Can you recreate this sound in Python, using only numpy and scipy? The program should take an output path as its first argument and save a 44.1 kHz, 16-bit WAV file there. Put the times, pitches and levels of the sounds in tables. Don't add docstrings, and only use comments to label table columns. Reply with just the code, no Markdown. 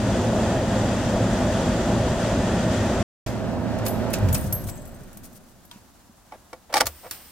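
import sys
import numpy as np
from scipy import signal
from scipy.fft import irfft, next_fast_len
from scipy.io import wavfile
from scipy.ndimage import uniform_filter1d

SR = 44100
rng = np.random.default_rng(int(sys.argv[2]) if len(sys.argv) > 2 else 0)


def output_pcm(signal):
    pcm = np.clip(np.atleast_2d(signal).T, -1, 1) * 32767
    wavfile.write(sys.argv[1], SR, np.round(pcm).astype(np.int16))


N = 322371
TIME = np.arange(N) / SR
HIT_N = round(SR * 0.26)
HIT_TIME = TIME[:HIT_N]
GAP_START_S, GAP_END_S = 3.028, 3.263
KEY_OFF_S, FAN_OFF_S = 4.17, 4.354
KEY_DAMPING = 0.3

# frequency in Hz, side minus mid in dB.
WIDTH = [(60, -29), (200, -24), (650, -18.5), (1300, -7.5), (2400, -7), (4400, -3), (8000, 0.5),
         (15000, -6)]
# frequency in Hz, density in dB.
RUMBLE_COLOUR = [(25, -12), (50, -7), (95, -2.5), (140, -5.5), (160, -6.5), (190, 0), (250, -1.5),
                 (300, -10.5), (370, -7.5), (440, -15), (600, -18), (1200, -69.5)]
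BOOM_COLOUR = [(100, -14), (300, -14), (420, -9), (530, -0.5), (850, -6.5), (1200, -13.5), (2000, -19),
               (6000, -39)]
LOCK_COLOUR = [(700, -15), (1050, 7), (1500, 10.5), (2100, 3), (2600, 11.5), (3200, 4.5), (6000, 5.5),
               (9000, -0.5), (14000, -1.5), (16000, -15)]
KEY_COLOUR = [(1500, -12), (4000, -9), (6500, -2.5), (7400, -6), (8400, 0), (9400, -2.5), (10400, -9),
              (11200, 3), (12000, -4), (13800, -1), (16000, -7)]
# start in s, tick in dB, ring in dB, ring time factor, struck part.
KEY_HITS = [(3.863, -26, -31.5, 1.2, "short key"), (3.880, -26, -28, 0.58, "long key"),
            (4.101, -42, -40, 0.92, "long key"), (4.184, -35, -47, .5, "tag"),
            (4.327, -25, -23, 1.2, "long key"), (4.345, -15.5, -33, 0.81, "short key"),
            (4.525, -22.5, -20.5, 0.85, "short key"), (4.550, -45, -26, 0.32, "tag"),
            (4.576, -48, -55, 0.43, "tag"), (4.639, -40, -40, 0.76, "tag"), (4.695, -30, -46, 1.1, "ring"),
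            (4.774, -59, -43, 0.89, "tag"), (4.817, -56, -49, 0.78, "tag"),
            (4.853, -42, -47, 0.46, "long key"), (4.874, -59, -41, 0.51, "tag"),
            (4.891, -55, -49, 0.46, "tag"), (4.945, -60, -46, 0.74, "tag"), (4.994, -66, -58, .7, "tag"),
            (5.011, -65, -68, .5, "tag"), (5.033, -47, -50, .6, "tag"), (5.129, -43, -51.5, .8, "tag"),
            (5.171, -35, -48, .7, "short key"), (5.234, -44, -58, .4, "short key"),
            (5.329, -56, -52, 0.88, "tag"), (5.651, -47, -50, .3, "short key")]
# frequency in Hz, relative level in dB, free t60 in s, part.
KEY_MODES = [(8115, -9, .25, "long key"), (10985, -1, .18, "long key"), (14180, -2, .22, "long key"),
             (6900, -12, .06, "long key"), (9280, -11, .09, "long key"), (13300, -9, .07, "long key"),
             (5950, -15, .05, "short key"), (8900, -11, .06, "short key"), (11200, -10, .07, "short key"),
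             (14050, -8, .07, "short key"), (8230, -9, .08, "short key"), (10230, -24, .18, "short key"),
             (12492, -1, .25, "short key"), (7666, 0, .65, "ring"), (15730, -7, .3, "ring"),
             (6380, -7, .09, "tag"), (8180, -3, .1, "tag"), (9320, -6, .12, "tag"), (11040, -5, .09, "tag"),
             (14260, 2, .13, "tag")]


def undb(db):
    return np.exp(np.asarray(db) * np.log(10) / 20)


def unit(x):
    return x / np.sqrt(np.mean(x ** 2))


def gain_at(points, hz):
    points_hz, db = np.transpose(points)
    return undb(np.interp(np.log(hz + 1), np.log(points_hz), db))


def since(start_s):
    return np.maximum(TIME - start_s, 0)


def fade(t60_s):
    return np.exp(-np.log(1000) * HIT_TIME / t60_s)


def envelope(start_s, attack_s, hold_s, t60_s):
    release = np.exp(-np.log(1000) * since(start_s + attack_s + hold_s) / t60_s)
    return np.minimum(since(start_s) / attack_s, 1) * release


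def swells(rows):
    return sum(undb(db) * np.sin(np.pi * np.clip((TIME - start_s) / length_s, 0, 1))
               for start_s, length_s, db in rows)


def walk(rate_hz):
    step = int(SR / rate_hz)
    held = rng.standard_normal(1024)[np.arange(N) // step % 1024]
    return unit(uniform_filter1d(uniform_filter1d(held, step), step))


def noise(colour, size=HIT_N, modes=(), modes_db=0, apart=False, balance=None):
    hz = np.fft.rfftfreq(size, 1 / SR)
    peaks = sum(undb(db + modes_db) / (1 + (2 * (hz - centre_hz) / width_hz) ** 2)
                for centre_hz, width_hz, db in modes)
    white = rng.standard_normal((2, 2 * len(hz))).view(complex)
    mid, side = white * np.hypot(gain_at(colour, hz), peaks)
    if not apart:
        side = side * gain_at(WIDTH, hz)
    lean = np.sqrt(gain_at(balance, hz)) if balance else 1
    spectrum = np.array([(mid + side) * lean, (mid - side) / lean], np.complex64)
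    return unit(irfft(spectrum, size))


def steady(colour, **options):
    return noise(colour, size=next_fast_len(N, True), **options)[:, :N]


def ring(modes, spread):
    hz, db, t60_s = np.transpose(modes)[:, :, None]
    start_rad, lag_rad = rng.uniform(-np.pi, np.pi, (2, len(modes), 1))
    lag_rad = lag_rad * np.minimum(spread * gain_at(WIDTH, hz), np.pi / 4)
    amplitude = undb(db) * fade(t60_s) / np.sqrt(np.sum(undb(db) ** 2) / 2)
    phase = 2 * np.pi * hz * HIT_TIME + start_rad
    return np.array([np.sum(amplitude * np.sin(phase + side * lag_rad), axis=0) for side in (1, -1)])


def detuned(modes, share):
    return [(hz * (1 + share * rng.standard_normal()), db, t60_s) for hz, db, t60_s in modes]


def add(out, start_s, sound):
    i = int(start_s * SR)
    out[:, i:i + sound.shape[-1]] += sound[..., :N - i]


def panned(sound, left_db):
    return sound * undb(np.array([[1], [-1]]) * left_db / 2)


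def from_left(sound, lag_s=0.00007):
    return np.array([sound[0], np.roll(sound[1], round(lag_s * SR))])


def moved(facing, beside, start_s=2.95, length_s=0.51):
    return facing + (beside - facing) * np.clip((TIME - start_s) / length_s, 0, 1)


def buffeted(colour, modes=()):
    apart_share = moved(0.01, 0.54)
    common = np.sqrt(1 - apart_share) * steady(colour, modes=modes)
    return common + np.sqrt(apart_share) * steady(colour, modes=modes, apart=True)


def cabin(level_db=-54, diffuse_db=-3):
    # frequency in Hz, density in dB.
    colour = [(25, -1), (70, 4), (150, -4), (210, 0), (320, -4), (430, -11), (750, -6), (1400, -12),
              (2300, -19), (7000, -19), (15000, -24)]
    rumble = steady(colour) + undb(diffuse_db) * steady(colour, apart=True)
    return unit(rumble) * undb(level_db + walk(58))


def return_tick(level_db=-38, t60_s=0.31):
    out = np.zeros((2, N))
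    add(out, GAP_END_S, undb(level_db) * noise(LOCK_COLOUR) * fade(t60_s))
    return out


def thuds(rise_s=0.0014, bump_db=-5):
    # start in s, level in dB, pitch in Hz, t60 in s.
    hits = [(4.241, -17, 112, 0.088), (4.248, -24, 312, 0.034), (4.657, -17, 163, 0.03),
            (5.011, -28.5, 150, 0.05), (5.166, -36, 190, .06), (5.757, -41, 210, 0.075),
            (6.095, -43, 215, .1), (6.812, -29, 264, 0.073), (6.846, -32, 101, 0.14), (6.867, -33, 75, 0.3)]
    out = np.zeros((2, N))
    attack = 1 - np.exp(-HIT_TIME / rise_s)
    for start_s, db, hz, t60_s in hits:
        swing = np.sin(2 * np.pi * hz * HIT_TIME) * fade(t60_s)
        bump = undb(bump_db) * noise(RUMBLE_COLOUR) * fade(0.049)
        add(out, start_s, undb(db) * (swing + bump) * attack)
    return out


def engine(idle_hz=56.7, run_down_s=0.62, fall_db_per_s=15.5, uneven_db=3):
    # multiple of the firing rate, relative level in dB.
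    orders = [(1, -1), (2, 4.5), (3, -20), (4, -7)]
    # frequency in Hz, density in dB.
    shudder_colour = [(25, -13.5), (45, -12), (70, -2), (115, -4), (160, -7), (300, -19), (800, -47)]
    heave_colour = [(30, -24), (60, -15), (95, 1), (125, 0), (160, -10), (300, -35), (600, -55)]
    # frequency in Hz, width in Hz, level in dB.
    body_modes = [(105, 31, 1)]
    # start in s, length in s, level in dB.
    heaves = [(4.19, 0.19, -25), (4.44, .18, -33)]
    off_s = since(KEY_OFF_S)
    firing_hz = idle_hz * np.exp(-off_s / run_down_s) * (1 + 0.02 * walk(12))
    phase = 2 * np.pi * np.cumsum(firing_hz) / SR
    hum = sum(undb(db + uneven_db * walk(22.03)) * np.sin(order * phase) for order, db in orders)
    kick_db = 15 * np.exp(-((TIME - KEY_OFF_S - 0.09) / 0.066) ** 2)
    hum_db = moved(-33, -38) + kick_db - fall_db_per_s * off_s
    shaking = undb(-33.5) * envelope(KEY_OFF_S, attack_s=0.072, hold_s=0.41, t60_s=0.67)
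    rocking = undb(-47) * envelope(KEY_OFF_S, attack_s=0.072, hold_s=0.41, t60_s=3.4)
    shudder = buffeted(shudder_colour, modes=body_modes) * (1 + 0.5 * np.sin(phase))
    return hum * undb(hum_db) + shudder * (shaking + rocking) + steady(heave_colour) * swells(heaves)


def blower(base_db=-20.5, coast_db_per_s=19.5, duct_extra_db_per_s=4, flutter_db=0.77):
    # frequency in Hz, density in dB.
    duct_colour = [(100, -32), (350, -8), (450, -13.5), (520, -5), (620, 1.5), (690, -5.5), (760, -8),
                   (930, -8.5), (1150, -17.5), (2000, -51.5)]
    facing_colour = [(700, -41), (1100, -1.5), (1480, 2), (1650, -1), (1850, 0.5), (2150, -7.5), (3400, -7),
                     (4600, -14.5), (7400, -13.5), (7900, -20.5), (8600, -17.5), (10300, -28.5),
                     (14500, -34.5), (16000, -59)]
    beside_colour = [(700, -38), (1100, 2.5), (1500, 5), (1850, 2), (2150, -4), (2600, -4), (3600, -8.5),
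                     (5000, -11.5), (7400, -16.5), (10300, -26), (16000, -39)]
    # frequency in Hz, width in Hz, relative level in dB.
    duct_modes = [(519.4, 58, -1.5), (664, 88, -1.5), (810, 14, -4)]
    vent_modes = [(2590, 350, -5.5), (3350, 110, -3), (4690, 140, -3.5), (5080, 160, -8), (5860, 150, -4),
                  (7450, 75, -4.5), (8450, 360, -13)]
    # frequency in Hz, left minus right in dB.
    jet_balance = [(2400, -0.5), (4400, 4), (8100, 8), (15000, -4)]
    # time in s, gain in dB, rumble's left minus right in dB.
    draught = [(3.0, -1.91, 0.0), (3.3, -8.5, -4), (3.85, -6.5, -7), (4.25, -7, -6.5), (4.65, -12, 2),
               (4.95, -11, -2)]
    times_s, *columns = np.transpose(draught)
    draught_db, left_db = [np.interp(TIME, times_s, column) for column in columns]
    off_s = since(FAN_OFF_S)
    facing = undb(-11.5) * steady(facing_colour, modes=vent_modes, modes_db=-5, balance=jet_balance)
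    beside = undb(-13.5) * from_left(steady(beside_colour))
    rumble = undb(-0.68) * buffeted(RUMBLE_COLOUR)
    ducts = steady(duct_colour, modes=duct_modes)
    duct_db = -5 + 0.8 * walk(14) - duct_extra_db_per_s * off_s
    roar = panned(rumble, left_db) + panned(ducts * undb(duct_db), 0.37 * left_db)
    jet = np.sqrt(moved(0.94, 0)) * facing + np.sqrt(moved(0, 1)) * beside
    jet *= undb(flutter_db * walk(20))
    return (roar + jet) * undb(base_db + draught_db - coast_db_per_s * off_s)


def clicks(rows, colour, modes, ping_db, snap_t60_s, tail_db, tail_t60_s, rise_s):
    # frequency in Hz, relative level in dB, t60 in s.
    dash_modes = [(284, -9.5, 0.095), (336, -5, 0.094), (523, 1, 0.1), (690, 5, 0.066), (838, -2.5, 0.088),
                  (925, 6, 0.053), (1140, 3, 0.065), (1410, 2.5, 0.045), (1940, -2, 0.064),
                  (2220, 5.5, 0.041), (3030, -5, 0.05), (3700, -9, 0.051), (5600, -12, .06),
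                  (5500, -15, 0.038)]
    corner_hz, detune = 1010, 0.02
    out = np.zeros((2, N))
    attack = 1 - np.exp(-(HIT_TIME / rise_s) ** 2)
    for start_s, snap_db, knock_db in rows:
        snap = noise(colour) * (fade(snap_t60_s) + undb(tail_db) * fade(tail_t60_s))
        snap += undb(ping_db) * ring(detuned(modes, detune), spread=2.0)
        boom = undb(-13) * noise(BOOM_COLOUR) * fade(0.15)
        dull_db_per_octave = 0.094 * max(knock_db - snap_db, 0)
        panel = [(hz, db - dull_db_per_octave * max(np.log2(hz / corner_hz), 0), t60_s)
                 for hz, db, t60_s in dash_modes]
        knock = ring(detuned(panel, detune), spread=0.68) + boom
        add(out, start_s - rise_s, (undb(snap_db + 9.5) * snap + undb(knock_db) * knock) * attack)
    return out


def ignition_lock():
    # time in s, relative snap level in dB, dashboard knock in dB.
    lock_hits = [(3.787, -47.5, -51), (3.864, -34, -44), (4.138, -29.5, -43), (4.287, -40, -46),
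                 (4.351, -33.5, -48), (4.688, -51, -34)]
    catch_hits = [(5.713, -46, -51)]
    # frequency in Hz, relative level in dB, t60 in s.
    lock_modes = [(2590, 0, 0.069), (5140, 1, 0.048), (7100, -5, .05), (8140, 1, 0.036), (9400, -13, 0.027)]
    catch_modes = [(940, -6, 0.24), (3270, 1, 0.032), (3620, 7, 0.029), (4810, -4, .03), (5540, -8, .03)]
    lock = clicks(lock_hits, LOCK_COLOUR, lock_modes, ping_db=-8, snap_t60_s=0.024,
                  tail_db=-7.5, tail_t60_s=0.14, rise_s=0.002)
    catch = clicks(catch_hits, LOCK_COLOUR, catch_modes, ping_db=1.5, snap_t60_s=0.017,
                   tail_db=-13.5, tail_t60_s=0.39, rise_s=0.00124)
    return from_left(panned(lock, left_db=-1.5) + catch)


def tag_touches(start_s=4.55, touches_per_s=45, level_db=-49, t60_s=4.5, scatter_db=4):
    out = np.zeros((2, N))
    for k, (jitter, strength) in enumerate(rng.random((touches_per_s, 2))):
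        age_s = (k + jitter) / touches_per_s
        modes = [(hz, db + scatter_db * rng.standard_normal(), KEY_DAMPING * free_s)
                 for hz, db, free_s, part in KEY_MODES if part == "tag"]
        tick = undb(-3) * noise(KEY_COLOUR) * fade(0.012)
        tinkle = ring(detuned(modes, 0.014), spread=1.7)
        touch_db = level_db + scatter_db * (2 * strength - 1) - 60 * age_s / t60_s
        add(out, start_s + age_s, undb(touch_db) * (tick + tinkle))
    return out


def key_rattle(contacts_per_s=300, stir_db=-29.5, ring_db=-8):
    # start in s, length in s, level in dB.
    slides = [(3.850, 0.021, -38), (4.131, 0.012, -26), (4.320, 0.012, -34), (4.66, 0.056, -39),
              (5.228, .055, -47), (5.345, 0.045, -53), (5.47, .07, -61), (4.37, 0.21, -51)]
    stirred = sum(undb(tick_db + stir_db) * envelope(start_s, attack_s=0.008, hold_s=0, t60_s=0.7)
                  for start_s, tick_db, *_ in KEY_HITS)
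    contacts = (rng.random(N) < contacts_per_s / SR) * undb(1.4 * rng.standard_normal(N))
    scrape = steady(KEY_COLOUR) * signal.oaconvolve(contacts, fade(0.12))[:N]
    damped = [(hz, db, KEY_DAMPING * t60_s) for hz, db, t60_s, part in KEY_MODES if part != "ring"]
    tinkle = signal.oaconvolve(contacts[None], ring(damped, spread=0.94))[:, :N]
    return (unit(scrape) + undb(ring_db) * unit(tinkle)) * (stirred + swells(slides))


def key_clinks(pieces=3, chance=0.8, low_hz=7800, high_hz=15000, max_delay_s=0.07, t60_s=0.045):
    out = np.zeros((2, N))
    for start_s, tick_db, *_ in KEY_HITS:
        for draw, delay, strength, *pitches in rng.random((pieces, 6)):
            if draw < chance:
                modes = [(low_hz + (high_hz - low_hz) * pitch, 0, t60_s) for pitch in pitches]
                clink_db = tick_db - 18 + 3 * (2 * strength - 1)
                add(out, start_s + delay * max_delay_s, undb(clink_db) * ring(modes, spread=1.7))
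    return out


def key_knocks(sympathy_db=-17, rise_s=0.0011, scatter_db=3, tick_t60_s=0.035, tag_detune=0.007):
    out = np.zeros((2, N))
    attack = 1 - np.exp(-HIT_TIME / rise_s)
    for start_s, tick_db, ring_db, t60_factor, struck in KEY_HITS:
        contact_db = scatter_db * rng.standard_normal(len(KEY_MODES))
        modes = [(hz, db + extra_db + sympathy_db * (part != struck), t60_factor * t60_s)
                 for (hz, db, t60_s, part), extra_db in zip(KEY_MODES, contact_db)
                 if part != "ring" or struck == "ring"]
        modes = detuned(modes, tag_detune * (struck == "tag"))
        tick = undb(tick_db) * noise(KEY_COLOUR) * fade(tick_t60_s)
        add(out, start_s, (tick + undb(ring_db) * ring(modes, spread=1.7)) * attack)
    return out


def valve(leak_db=-49.5):
    # frequency in Hz, density in dB.
    colour = [(600, -1.5), (1500, -3), (2300, -3.5), (3000, -3.5), (4200, -7), (5300, -3), (6400, -12),
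              (9200, -1), (10900, -13), (12500, -8), (13500, 0), (15000, 2), (16000, -13)]
    # start in s, extra rush in dB, settling time in s.
    jolts = [(6.86, 8, 0.024), (7.113, 16, 0.05)]
    rush_db = sum(db * (TIME > start_s) * np.exp(-since(start_s) / settle_s)
                  for start_s, db, settle_s in jolts)
    is_open = TIME > jolts[0][0]
    return steady(colour) * is_open * undb(leak_db + rush_db + 0.33 * walk(25))


def lever_drag():
    # start in s, length in s, level in dB.
    drags = [(6.312, 0.057, -43.5), (6.528, 0.017, -41), (6.692, 0.031, -42.5), (6.72, 0.023, -33),
             (7.029, 0.061, -40)]
    return steady(BOOM_COLOUR) * swells(drags)


def lever_judder(attack_s=0.0018, release_t60_s=0.01, waver=0.0264):
    # start in s, length in s, pitch in Hz, level in dB.
    bursts = [(6.741, .006, 810, -17), (6.754, .012, 835, -16), (6.770, .008, 850, -16),
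              (6.812, .007, 780, -19)]
    phase_per_hz = 2 * np.pi * np.cumsum(1 + waver * walk(300)) / SR
    return sum(undb(db) * np.sin(hz * phase_per_hz)
               * envelope(start_s, attack_s, length_s - attack_s, release_t60_s)
               for start_s, length_s, hz, db in bursts)


def spring_scrape(colour, catches_per_s=900, catch_t60_s=0.0039, scatter_db=3):
    # start in s, length in s, level in dB.
    scrapes = [(6.724, .016, -46), (6.737, 0.061, -27), (6.801, 0.0204, -20), (6.859, 0.016, -36),
               (7.12, 0.045, -48)]
    catches = (rng.random(N) < catches_per_s / SR) * undb(scatter_db * rng.standard_normal(N))
    grain = signal.oaconvolve(catches, fade(catch_t60_s))[:N]
    return unit(steady(colour) * grain) * swells(scrapes)


def heater_lever():
    # time in s, relative snap level in dB, dashboard knock in dB.
    detent_hits = [(6.322, -53, -33.5), (6.531, -41.5, -31), (6.728, -34, -35), (6.741, -16.5, -15.5),
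                   (6.754, -38, -19.5), (6.769, -18, -14.5), (6.779, -20, -26), (6.803, -35, -22),
                   (6.808, -16, -15.5), (6.814, -41, -14.5), (7.066, -55, -38)]
    stop_hits = [(6.857, -34.5, -47), (6.868, -24, -28.5), (7.111, -32, -45)]
    # frequency in Hz, density in dB.
    detent_colour = [(600, -27), (1200, 7), (2100, 3.5), (2800, 0), (3600, 0), (5400, 4), (7000, -5.5),
                     (9000, -1.5), (12000, -10), (16000, -10)]
    stop_colour = [(700, -2), (1350, 6), (2000, -1), (5000, 1), (6500, 1.5), (9000, 1.5), (12000, 3.5),
                   (16000, 2.5)]
    # frequency in Hz, relative level in dB, t60 in s.
    detent_modes = [(1850, 1, 0.034), (2310, -9, 0.055), (4400, 0, .02), (5190, 6, 0.016)]
    stop_modes = [(1430, -10, 0.05), (3480, -2, .02), (4410, 4, 0.027), (5440, 3, .025), (6500, -3, .025),
                  (6900, 3, .02)]
    detents = clicks(detent_hits, detent_colour, detent_modes, ping_db=-9, snap_t60_s=0.018,
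                     tail_db=-20, tail_t60_s=0.1, rise_s=0.0021)
    stop = clicks(stop_hits, stop_colour, stop_modes, ping_db=-5.5, snap_t60_s=0.013,
                  tail_db=-5.5, tail_t60_s=0.064, rise_s=0.0012)
    return detents + stop + lever_judder() + spring_scrape(detent_colour) + lever_drag()


def scene():
    lock = ignition_lock()
    controls = panned(heater_lever() + valve(), left_db=-0.5)
    keys = panned(key_knocks() + key_clinks() + key_rattle() + tag_touches(), left_db=3)
    return cabin() + return_tick() + thuds() + engine() + blower() + lock + keys + controls


def record(dry):
    low_hz, top_hz = 22, 15900
    thinned = signal.sosfilt(signal.butter(2, low_hz, "highpass", fs=SR, output="sos"), dry)
    live = (TIME < GAP_START_S) | (TIME > GAP_END_S)
    gate = uniform_filter1d(live.astype(float), size=128)
    return signal.sosfilt(signal.ellip(10, 0.2, 80, top_hz, fs=SR, output="sos"), thinned * gate)


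dry = scene()
out = record(dry)
output_pcm(out)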